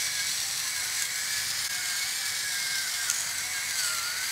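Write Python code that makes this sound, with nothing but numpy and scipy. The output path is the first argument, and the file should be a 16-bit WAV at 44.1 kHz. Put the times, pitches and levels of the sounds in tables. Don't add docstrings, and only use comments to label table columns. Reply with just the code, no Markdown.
import sys
import numpy as np
from scipy import signal
from scipy.fft import rfft, irfft, next_fast_len
from scipy.io import wavfile
from scipy.ndimage import uniform_filter1d

SR = 44100
rng = np.random.default_rng(int(sys.argv[2]) if len(sys.argv) > 2 else 0)


def generate_wav(signal):
    frames = np.transpose(np.atleast_2d(signal))
    scaled = np.clip(frames, -1, 1) * 32767
    pcm = np.round(scaled).astype(np.int16)
    wavfile.write(sys.argv[1], SR, pcm)


N = 190244

# (time [s], gear mesh [Hz], gearbox facing the phone [dB])
MOTOR = [(0.0, 1695, -1), (0.2, 1683, 8.5), (0.544, 1777, 3), (0.81, 1616, 0.5), (0.95, 1711, -1.5),
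         (1.17, 1684, -1.5), (1.4, 1703, 4.5), (1.54, 1748, 2), (1.671, 1652, 2), (1.926, 1590, 0.5),
         (2.19, 1741, 1), (2.454, 1682, 5), (2.6, 1582, 2.5), (3.0, 1611, 1), (3.27, 1555, -1.5),
         (3.507, 1658, -1), (3.692, 1643, -6.5), (4.31, 1575, 0.5)]
# (time [s], mesh sag [Hz], half length [s], mesh
# gain [dB], commutator gain [dB])
TONE_SHIFTS = [(0.1, 3.5, 0.045, 3, 2), (0.221, 39.5, 0.046, 1.5, 3), (0.375, 1.5, 0.064, -14, -3),
               (.55, 1, 0.15, 0, -10), (1.807, 2, 0.059, -5, -0.5), (0.935, 0, 0.028, -10, 5),
               (1.055, 105.5, 0.046, -9, 3.5), (1.194, 0, 0.05, 12, 6), (1.361, 1.5, 0.048, 8.5, 2),
               (2.177, 3, 0.072, -5, 5), (2.252, 35, 0.047, 12.5, 0), (2.331, 50, 0.05, -5, 2),
               (2.399, -5, 0.036, 4, 2), (2.772, -5, 0.045, 2.5, 6), (2.853, 48, 0.064, -4.5, -9),
               (2.939, 3, 0.028, -24, 6.5), (3.041, 20, 0.043, -2.5, -3), (3.105, 172.5, .043, 8, -2),
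               (3.058, 0.5, 0.011, -6, -6), (3.2, -0.5, 0.059, 2, -7.5), (3.19, 60.5, 0.056, -12, -4),
               (3.368, 45, 0.08, -5, -11), (3.439, 1, 0.03, -3, 10), (3.49, 2, 0.062, -3.5, 4.5),
               (3.582, 48, 0.039, 6.5, 5.5), (3.681, -15, 0.065, 0, 11), (3.859, 0, 0.041, 2.5, -4),
               (3.998, 16, .02, -1, 0), (4.246, 24, .03, 0, -1), (3.847, 110.5, 0.097, 4, -7),
               (4.013, 231.5, 0.16, 2.5, -14),
               (0.034, 1, 0.036, 4, 9), (0.132, 1, .02, -3, -9), (0.189, 28, 0.022, -6.5, -2),
        (0.233, -0.5, 0.018, -9, -2.5), (0.31, 0.5, 0.013, 4, -9), (0.601, -11.5, 0.015, 8, 1),
        (0.676, -10.5, 0.021, 11, 1), (0.727, -2, 0.018, -5, 8), (0.77, 1.5, 0.022, 4.5, 4),
        (0.825, 9.5, 0.017, -11, 11), (1.007, 3, 0.036, 11, 3), (1.25, -0.5, 0.017, -11.5, -7),
        (1.296, -17, 0.06, 4.5, 2), (1.17, 0, 0.033, 1, 1), (1.746, 16.5, 0.03, 2.5, 1),
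        (1.784, 3, 0.022, -4.5, 6), (1.898, -16.5, 0.031, 1, 3.5), (1.932, 11, 0.025, 0, 4.5),
        (2.025, 12.5, 0.022, -2, 11), (2.074, -9, 0.017, -1, 4.5), (2.277, 0, 0.024, -0.5, 6.5),
        (2.427, 0.5, 0.016, -1, -6), (2.466, 1, .02, 11.5, -0.5), (2.633, -11.5, 0.036, -6, 5.5),
        (2.716, -10.5, 0.022, -3, 6), (2.8, 2, 0.026, 1.5, -2), (2.908, 15.5, 0.027, -8, -3),
        (3.031, -10.5, 0.019, 4, 4.5), (3.059, -20.5, 0.017, -4, -1), (3.126, 2.5, 0.019, -9, 9),
        (3.288, 10, 0.038, -7.5, 1), (3.599, 14.5, 0.03, -4, 4.5), (3.727, 23.5, 0.027, 8, -6),
        (3.817, -5.5, 0.031, 3, -1), (3.917, -14.5, 0.042, 4.5, 9), (4.077, -21, 0.032, 3, -2),
        (4.166, 16.5, 0.045, 0, -2), (4.21, 13.5, 0.018, 3, 2.5), (4.267, 2.5, 0.022, -8, 2)]
# (pitch [Hz], level [dB])
MESH_HOUSING = [(1340, -38), (1425, -42), (1500, -41.5), (1600, -40.5), (1690, -50.5), (1725, -52.5),
                (1780, -55)]
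COMMUTATOR_HOUSING = [(1800, -69), (1930, -54), (2080, -41.5), (2140, -47), (2260, -49.5), (2320, -50),
                      (2400, -53)]
BRUSH_HOUSING = [(600, -58.5), (635, -59.5), (665, -61.5), (720, -57.5), (760, -62.5), (800, -58)]
# (time [s], half length [s], gain [dB])
BRUSH_PRESS = [
    (.5, .08, 3),
    (2.34, .04, 4),
    (2.7, .06, 4),
    (2.89, .04, -5),
    (3.12, .06, -7),
    (3.4, .04, -5),
    (3.52, .06, 5),
    (3.95, .05, 8),
    (4.28, .05, -10),
]
# (time [s], half length [s], gain [dB])
COMMUTATOR_SING = [
    (1.92, .14, 2),
    (2.62, .17, 2),
    (3.58, .16, 2.5),
]
# (multiple of mesh rate [1], level [dB], extra at full load [dB])
SHAFT_ORDERS = [
    (.154, -73.5, 4.5),
    (.306, -75, -30),
    (.617, -64, -4),
    (.9, -58, 1),
    (1.068, -59, 6),
]
# (multiple of mesh rate [1], level [dB], extra while singing [dB], centre
# [s], half span [s])
ORDER_BUZZ = [(1.525, -65, 22, 3.98, .06), (2.07, -63, 15, 3.92, .2), (3.035, -64, 24.5, 3.8, .1),
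              (3.02, -70, 24, 3.99, .07), (3.12, -70, 28, 4.11, .05), (3.3, -70, 27, 4.03, .09),
              (3.13, -70, 25, 4.26, .03), (.96, -75, 31, 2.87, .028), (.97, -75, 29, 3.37, .045),
              (.617, -80, 26, .64, .06), (.617, -80, 23, 3.27, .05), (.9, -75, 23, .85, .06),
              (.9, -75, 22, 1.81, .06), (1.22, -75, 29, 3.52, .03)]
# (time [s], crush level [dB])
BURR = [(0.0, -32), (0.2, -33), (0.55, -32), (0.75, -32), (0.875, -32), (1.0, -30.5), (1.125, -33),
        (1.35, -31.5), (1.6, -31.5), (2.0, -32), (2.4, -32), (2.85, -32), (3.0, -31.5), (3.25, -33.5),
        (3.62, -32.5), (3.875, -30.5), (4.125, -33.5), (4.31, -32)]
# (frequency [Hz], density [dB per Hz])
CRUSH = [(210, -34), (350, -17.5), (651, -23), (728, -14), (1140, -9.5), (1610, -0.5), (2150, 4),
         (2400, -6.5), (2770, -8.5), (3200, -3.5), (3630, -2), (4470, -2), (5950, -0.5), (8710, -3),
         (15700, -15)]
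# (pitch [Hz], width [Hz], level [dB], centre [s], half span [s])
TUBE = [(3400, 73, -17, 0.16, .3), (4370, 260, -19, 0.17, 0.25), (5700, 430, -13.5, 0.17, 0.66),
        (12920, 120, -32, 0.54, .15), (9400, 150, -14, 0.79, 0.064), (5010, 280, -13, 1.37, 0.32),
        (12800, 150, -26, 1.51, .12), (6577, 152, -16, 1.87, 0.32), (8470, 100, -14.5, 2.4, 0.5),
        (4705, 530, -9, 2.71, 0.12), (5640, 156, -13, 3.01, 0.16), (6910, 610, -4, 3.2, 0.078),
        (9290, 194, -12, 3.85, 0.073), (6640, 310, -15, 3.73, 0.099), (4600, 350, -16, 3.92, 0.18),
        (4640, 305, -28, 3.02, 0.085), (7805, 280, -10, 3.9, 0.12)]
# (pitch [Hz], width [Hz], level [dB], centre [s], half span [s])
MAIN_RINGS = [
    (4440, 1100, -7.5, 0.29, 0.43),
    (4360, 530, -8.5, 2.14, 1.12),
    (4300, 860, -10, 4.136, 0.16),
    (7930, 130, -11, 0.26, 0.37),
    (7900, 200, -15, 0.75, 0.21),
    (7716, 226, -12, 1.16, 0.13),
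    (7860, 246, -19, 1.84, 0.095),
    (7870, 190, -21, 1.4, 0.083),
    (7870, 290, -15, 3.18, 0.38),
]
# (lag [ms], share [-1..1], hand travel factor [1])
ECHO = [
    (0.551, -0.29, 1.04),
    (.95, -0.067, 0.66),
    (1.37, -0.1, -1.1),
]
# (time [s], extra lag [ms], echo gain [dB])
HAND = [(0, 0.042, -10), (.7, 0.022, -1), (1.2, 0.018, -8), (1.6, -0.058, -6), (2.1, -0.049, -3.5),
        (2.8, -0.098, -4), (3.4, 0.013, -2), (4.31, -0.0056, 0.5)]
# (frequency [Hz], density [dB per Hz])
KITCHEN = [(15, -50), (25, -40), (47, -4.5), (92, 2.5), (139, 4), (199, -3), (246, -3), (285, -4),
           (425, -15), (479, -4), (600, -2.5), (780, -10.5), (1320, -120)]
# (time [s], peak [dB], ring [Hz], fall by 60 dB [s])
SNAP = [
    (1.0217, -8, 7030, .0065),
    (3.0991, -3.5, 6600, .008),
    (3.111, -10.5, 6500, .011),
]
# (time [s], peak [dB], ring [Hz], fall by 60 dB [s])
TICK = [(.0821, -22, 4340, .008), (.4655, -22, 7900, .008), (1.0075, -22, 8500, .01),
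        (1.0332, -21, 6800, .008), (2.0263, -25, 4600, .008), (2.4354, -24, 4390, .008),
        (2.4656, -24, 7700, .008), (2.5995, -22, 5650, .008), (2.6908, -22, 4700, .008),
        (3.745, -23, 4720, .008), (3.796, -21, 4560, .008), (4.2137, -24, 8120, .008)]
SHELL_PARTIALS = [(.4, .15), (.62, .35), (.95, 1.1), (1.04, 1), (1.17, .75), (1.4, .45), (1.55, .35),
                  (1.72, .22), (1.95, .15), (2.12, .12), (2.3, .12)]


def undb(db):
    return 10 ** (np.asarray(db) / 20)


def unit(x):
    return x / np.sqrt(np.mean(x ** 2))


def noise():
    return rng.standard_normal(N)


def curves(table):
    s, *columns = np.transpose(table)
    return [np.interp(np.arange(N) / SR, s, c) for c in columns]


def bell(s, half_s, power=2):
    return np.exp(-np.abs((np.arange(N) / SR - s) / half_s) ** power)


def walk(rate):
    k = int(SR / rate)
    held = np.repeat(rng.standard_normal(N // k + 1), k)
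    return unit(uniform_filter1d(uniform_filter1d(held, k), k)[:N])


def colour(x, points, lo_hz=0, hi_hz=SR):
    size = next_fast_len(N)
    hz = np.arange(size // 2 + 1) * SR / size + 1e-3
    at, db = np.transpose(points)
    gain = undb(np.interp(np.log(hz), np.log(at), db, left=-90, right=-90))
    return irfft(rfft(x, size) * gain * (hz >= lo_hz) * (hz < hi_hz), size)[:N]


def ring(x, hz, width):
    return signal.lfilter(*signal.iirpeak(hz, hz / width, SR), x)


def patchy(x, db, bins, frames):
    z = signal.stft(x, nperseg=1024)[2]
    chance = uniform_filter1d(rng.standard_normal(z.shape), bins, axis=0)
    chance = uniform_filter1d(uniform_filter1d(chance, frames, axis=1), frames, axis=1)
    return signal.istft(z * undb(db * unit(chance)))[1][:N]


def whine():
    commutator, brush = 1.348, .45
    free_hz, stall_hz = 1570, 1400
    knocks = TONE_SHIFTS
    hz, facing_db = curves(MOTOR)
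    hz = hz - sum(sag_hz * bell(s, half) for s, sag_hz, half, *_ in knocks)
    mesh_knock_db, comm_knock_db = sum(np.outer(db, bell(s, half)) for s, _, half, *db in knocks)

    mesh_db = np.interp(hz, *np.transpose(MESH_HOUSING)) + facing_db + mesh_knock_db + .6 * walk(14)
    comm_db = np.interp(commutator * hz, *np.transpose(COMMUTATOR_HOUSING))
    comm_db = comm_db + facing_db + comm_knock_db + .6 * walk(23.0)
    comm_db = comm_db + sum(db * bell(s, half, 3.1) for s, half, db in COMMUTATOR_SING)
    brush_db = np.interp(brush * hz, *np.transpose(BRUSH_HOUSING)) + 0.12 * comm_knock_db + 2 * walk(28.42)
    brush_db = brush_db + sum(db * bell(s, half) for s, half, db in BRUSH_PRESS)

    turn = 2 * np.pi * np.cumsum(hz * (1 + 0.0042 * walk(70))) / SR
    load = np.clip((free_hz - hz) / (free_hz - stall_hz), 0, 1)
    tones = [(1, mesh_db), (commutator, comm_db), (brush, brush_db)]
    tones += [(k, db + loaded_db * load + 3 * walk(5.26)) for k, db, loaded_db in SHAFT_ORDERS]
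    clean = sum(undb(db + 1.1 * walk(55)) * np.sin(k * turn) for k, db in tones)
    buzz = np.zeros(N)
    for k, db, swell_db, s, half in ORDER_BUZZ:
        level = undb(db + swell_db * bell(s, half, 4))
        buzz += level * (.8 + .6 * walk(120)) * np.sin(k * turn)
    return np.sqrt(2) * (clean + buzz)


def grind():
    cracks_per_s, chips_per_s, chip_fade_s = 3000, 200, .002
    split_hz = 2450
    crush_db, = curves(BURR)
    t = np.arange(N) / SR
    bite = undb(.5 * walk(35.1) + 0.35 * walk(90))
    size_db = 2.5 * np.minimum(rng.exponential(size=N), 3)
    cracks = (rng.random(N) < cracks_per_s / SR) * undb(size_db) * noise()
    grit = bite * (noise() + 0.44 * unit(cracks))
    chips = (rng.random(N) < chips_per_s / SR) * np.minimum(rng.exponential(size=N), 3)
    chip_swell = signal.lfilter([1], [1, -np.exp(-1 / (chip_fade_s * SR))], chips)
    grit = grit * (1 + .27 * chip_swell)

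    hiss = colour(grit, CRUSH, split_hz) / np.std(colour(grit, CRUSH, 3000, 14000))
    hiss = patchy(hiss, 1.5, bins=2, frames=6)
    hiss = patchy(hiss, 0.5, bins=30, frames=2)
    tube = sum(undb(db) * bell(s, span) * unit(ring(grit, hz, width))
               for hz, width, db, s, span in TUBE + MAIN_RINGS)
    rattle = unit(colour(noise() + .4 * grit, CRUSH, 0, split_hz))
    rattle = patchy(rattle, 1.0, bins=2, frames=4)
    rattle_db = -40 + .5 * t + .5 * walk(3.93)
    return undb(crush_db - 2.0) * (hiss + tube) + undb(rattle_db) * rattle


def surfaces(x):
    sway_ms = 0.012
    hand_ms, gain_db = curves(HAND)
    at = np.arange(N)
    echoes = np.zeros(N)
    for lag_ms, share, travel in ECHO:
        late_ms = lag_ms + travel * hand_ms + sway_ms * walk(4.027)
        echoes += share * np.interp(at - late_ms * SR / 1000, at, x)
    return x + undb(gain_db) * echoes


def kitchen():
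    drone = undb(-64 + 1.9 * walk(6)) * unit(ring(noise(), hz=96.4, width=24))
    rumble = undb(-56.5 + 1.0 * walk(2.87)) * unit(colour(noise(), KITCHEN))
    return drone + rumble


def snaps():
    out, t = np.zeros(N), np.arange(600) / SR
    rise_s = .0013
    for s, db, hz, t60 in SNAP + TICK:
        hit = rng.standard_normal(len(t))
        fade = np.exp(-np.log(1000) * np.maximum(t - rise_s, 0) / t60)
        shape = np.clip(t / rise_s, 0, 1) ** 2 * fade
        ringing = sum(g * np.sin(2 * np.pi * k * hz * (t - rise_s)) for k, g in SHELL_PARTIALS)
        crackle = unit(ring(ring(hit, 8000, 7000), 8000, 7000))
        burst = shape * (ringing + .3 * crackle)
        shell = np.append(burst[28:], np.zeros(28)) * (t > .0003)
        splinter = np.roll(shape, 40) ** .7 * unit(ring(ring(hit, 3600, 4500), 3600, 4500))
        burst = burst + .3 * shell + .5 * splinter
        i = int(s * SR)
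        out[i:i + len(t)] += undb(db) * burst / np.max(np.abs(burst))
    return out + .16 * np.roll(out, int(.0019 * SR))


def room(x):
    t60_s, level_db, first_s = .3, -13, .004
    t = np.arange(SR // 2) / SR
    tail = rng.standard_normal(len(t)) * np.exp(-np.log(1000) * t / t60_s) * (t > first_s)
    return x + undb(level_db) * signal.fftconvolve(x, tail / np.linalg.norm(tail))[:N]


def scene():
    mill = whine() + surfaces(grind()) + snaps()
    return np.tile(room(mill) + kitchen(), (2, 1))


def brief_dip(x):
    dip_s, half_s, floor_db = 1.6872, .0105, -17
    away = np.abs(np.arange(N) / SR - dip_s) / half_s
    return x * np.clip(away, undb(floor_db), 1)


def band_limit(x):
    return signal.sosfilt(signal.butter(12, 16410, fs=SR, output="sos"), x)


def record(dry):
    top_hz = 15830
    steep = signal.ellip(12, .3, 80, top_hz, fs=SR, output="sos")
    mix = signal.sosfilt(steep, brief_dip(dry))
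    return band_limit(mix)


dry = scene()
out = record(dry)
generate_wav(out)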